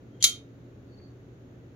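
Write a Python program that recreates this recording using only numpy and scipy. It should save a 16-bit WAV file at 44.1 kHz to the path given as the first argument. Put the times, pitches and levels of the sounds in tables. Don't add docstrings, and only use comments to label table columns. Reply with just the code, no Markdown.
import sys
import numpy as np
from scipy import signal
from scipy.fft import rfft, irfft
from scipy.io import wavfile

SR = 44100
rng = np.random.default_rng(int(sys.argv[2]) if len(sys.argv) > 2 else 0)


def generate_wav(sig):
    pcm = np.round(np.clip(np.atleast_2d(sig).T, -1, 1) * 32767).astype(np.int16)
    wavfile.write(sys.argv[1], SR, pcm)


N = 77175

# f/Hz, relative level/dB
TUBE_SPECTRUM = [(500, -49.5), (1000, -34.5), (1380, -17.5), (1620, -30.5), (2000, -6.5), (2900, -15),
                 (4000, 2.5), (5200, -6.5), (6600, 7.5), (7400, -3.5), (8300, -14), (10500, -6.5),
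                 (13000, -17.5), (15000, -9.5), (17000, -18.5)]
TUBE_T60_S = 0.054


def clink():
    # t/s, level/dB, fittings level/dB, low-pass f/Hz, high-pass f/Hz, tube left minus right/dB
    contacts = [(0.2254, -6.5, -4.5, 10500, 4500, 1.5), (0.2399, 0.5, -2.5, 15500, 1194, 2),
                (0.243, -2.5, -16, 13000, 1500, 2)]
    attack_s = 0.00041
    out, overtones = 0, steel_overtones()
    for start, db, fittings_db, top_hz, low_hz, side_db in contacts:
        age = clock() - start
        ringing = undb(fittings_db) * (fittings(age) + shimmer(age, overtones))
        blow = (ringing + tube_crack(age) * pan(side_db)) * ramp(age, attack_s)
        dulled = cut(blow, top_hz, "low", order=8)
        out = out + undb(db) * cut(dulled, low_hz, "high", order=1)
    return out


def fittings(age):
    # f/Hz, level/dB, t60/s, left minus right/dB
    modes = [(702, -29, .35, 3), (1232, -23, .14, -1), (1405, -20, .18, 0), (2250, -13, .16, -1),
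             (2476, -25, .3, -3), (2909, -22, .3, -1), (3198, 0, .19, -1), (3560, -6, .17, -3),
             (3721, -8, .26, -2), (3966, 1, .11, 1), (4074, -7, .12, 3), (4319, -7, .11, 6),
             (4669, -5, .12, 6), (4985, -11, .17, 0), (5776, -10, .14, -4), (6159, -6, .21, 5),
             (6545, -7, .12, 4), (6860, -8, .18, 4)]
    phase = np.array([[0], [np.pi / 2]])
    return undb(-15) * sum(undb(db) * pan(side_db) * fade(age, t60) * np.sin(2 * np.pi * hz * age + phase)
                           for hz, db, t60, side_db in modes)


def tube_crack(age, level_db=-9.5):
    return undb(level_db) * noise(undb(by_hz(TUBE_SPECTRUM, bins()))) * fade(age, TUBE_T60_S)


def steel_overtones(count=120):
    # f/Hz, relative level/dB, t60/s
    contour = [(1790, -17, .15), (2300, -12, .15), (2950, -21, .15), (3800, -5, .15), (5219, -5, 0.14),
               (6275, -6.5, .17), (8095, -8.5, .19), (10870, -5, 0.19), (13000, -15.5, .14),
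               (15480, -7.5, .1)]
    level_db, scatter_db = -23, 5
    low_hz, top_hz = contour[0][0], contour[-1][0]
    hz = low_hz + (top_hz - low_hz) * (np.arange(count) + rng.random(count)) / count
    gains = undb(by_hz(contour, hz)[:, None] + scatter_db * rng.standard_normal((count, 2)))
    rms = np.sqrt(np.sum(gains ** 2) / 4)
    phases = rng.uniform(0, 2 * np.pi, (count, 2))
    return list(zip(hz, by_hz(contour, hz, column=2), undb(level_db) * gains / rms, phases))


def shimmer(age, overtones):
    out, live = np.zeros((2, N)), (age >= 0) & (age < 1 / 3)
    for hz, t60, gain, phase in overtones:
        tone = np.sin(2 * np.pi * hz * age[live] + phase[:, None])
        out[:, live] += gain[:, None] * fade(age[live], t60) * tone
    return out


def ring_slide():
    creep_s, slip_s, end_s = .125, .201, .221
    catches_per_s, mode_hz = 5000, 3198
    t = clock()
    force = (ramp(t - slip_s, rise_s=.005) + undb(-33) * (t > creep_s)) * (t < end_s)
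    catches = rng.standard_normal(N) * (rng.random(N) < catches_per_s / SR) * force
    body = fade(t, t60=.06) * np.sin(2 * np.pi * mode_hz * t) + tube_crack(t, level_db=-6.5)
    scrape = signal.fftconvolve(catches[None], body, axes=1)[:, :N]
    scrape = cut(scrape, hz=5960, kind="low", order=1)
    slip_rms = np.std(scrape[:, (t > slip_s) & (t < end_s)])
    return undb(-46.5) * scrape / slip_rms


def squeak():
    # t/s, width/s, level/dB
    swells = [(.895, .014, -72), (.938, .012, -66.5), (.988, .011, -63.5), (1.033, 0.014, -65),
              (1.085, 0.031, -71.5)]
    centre_hz, width_hz = 4475, 75
    envelope = sum(undb(db) * np.exp(-.5 * ((clock() - at) / width) ** 2) for at, width, db in swells)
    return envelope * noise(np.exp(-.5 * ((bins() - centre_hz) / width_hz) ** 2))


def hand_knock(start_s=.997):
    # f/Hz, relative level/dB
    spectrum = [(50, -2), (120, -2), (300, -8), (800, -32), (2600, -33), (3500, -48), (10000, -70)]
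    age = clock() - start_s
    thud = noise(undb(by_hz(spectrum, bins())), channels=1)
    return undb(-43.5) * thud * fade(age, t60=.07) * ramp(age, rise_s=.003)


def small_room(direct):
    # f/Hz, reflection level/dB, t60/s
    bands = [(700, -3.5, .3), (1613.5, -9.5, .24), (4000, -12.5, .22), (6600, -13, 0.19),
             (10000, -10, 0.098), (15000, -12, .15)]
    predelay_s, build_s = 0.012, 0.007
    t, centres_hz = clock(), np.array(bands)[:, 0]
    white = rfft(rng.standard_normal((2, N)))
    response = 0
    for weights, (_, db, t60) in zip(np.eye(len(bands)), bands):
        reflections = irfft(white * np.interp(bins(), centres_hz, weights), N)
        envelope = fade(t, t60) * ramp(t - predelay_s, build_s)
        response = response + undb(db) * reflections * envelope / np.linalg.norm(envelope)
    return direct + signal.fftconvolve(direct, response, axes=1)[:, :N]


def room_tone():
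    # f/Hz, relative level/dB
    spectrum = [(15, -30), (25, -25.5), (55, -11.5), (100, -5), (145, -8.5), (185, -9.5), (270, -7.5),
                (363, -10.5), (520, -16), (700, -25.5), (988, -33), (1400, -32.5), (2500, -40),
                (3920, -43.5), (5200, -50.5), (6740, -44), (8140, -66), (13000, -56), (16000, -60.5)]
    # f/Hz, side minus mid/dB
    width = [(15, -2), (30, -4.5), (70, -15.5), (150, -14), (300, -13.5), (600, -4.5), (1500, 1.5),
             (16000, -2)]
    mid, side = noise(undb(by_hz(spectrum, bins())))
    side = irfft(rfft(side) * undb(by_hz(width, bins())), N)
    return undb(-51) * np.array([mid + side, mid - side])


def appliance_hum(waver_db=-0.5, waver_hz=5):
    # f/Hz, rms level/dB
    tones = [(120, -52.5), (274, -60), (355, -65.5)]
    wavers = noise(np.exp(-bins() / waver_hz), channels=len(tones))
    hum = 0
    for (hz, db), waver in zip(tones, wavers):
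        tone = np.sqrt(2) * np.sin(2 * np.pi * (hz * clock() + rng.random()))
        hum = hum + undb(db + waver_db * waver) * tone
    return hum


def undb(db):
    return 10 ** (np.asarray(db) / 20)


def clock():
    return np.arange(N) / SR


def bins():
    return np.fft.rfftfreq(N, 1 / SR)


def by_hz(table, hz, column=1):
    rows = np.array(table, float)
    return np.interp(np.log(np.maximum(hz, 1)), np.log(rows[:, 0]), rows[:, column])


def noise(gain, channels=2):
    x = irfft(rfft(rng.standard_normal((channels, N))) * gain, N)
    return x / np.std(x)


def pan(db):
    return undb(np.array([[db], [-db]]) / 2)


def ramp(age, rise_s):
    return np.clip(age / rise_s, 0, 1)


def fade(age, t60):
    return (age >= 0) * np.exp(-np.log(1000) * np.maximum(age, 0) / t60)


def cut(x, hz, kind, order):
    return signal.sosfilt(signal.butter(order, hz, kind, fs=SR, output="sos"), x)


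def scene():
    bed = room_tone() + appliance_hum()
    return bed + small_room(clink()) + ring_slide() + squeak() + hand_knock()


def record(dry):
    ceiling, top_hz = .92, 16000
    rounded = dry / (1 + (dry / ceiling) ** 6) ** (1 / 6)
    return signal.sosfilt(signal.ellip(8, .2, 80, top_hz, fs=SR, output="sos"), rounded)


dry = scene()
out = record(dry)
generate_wav(out)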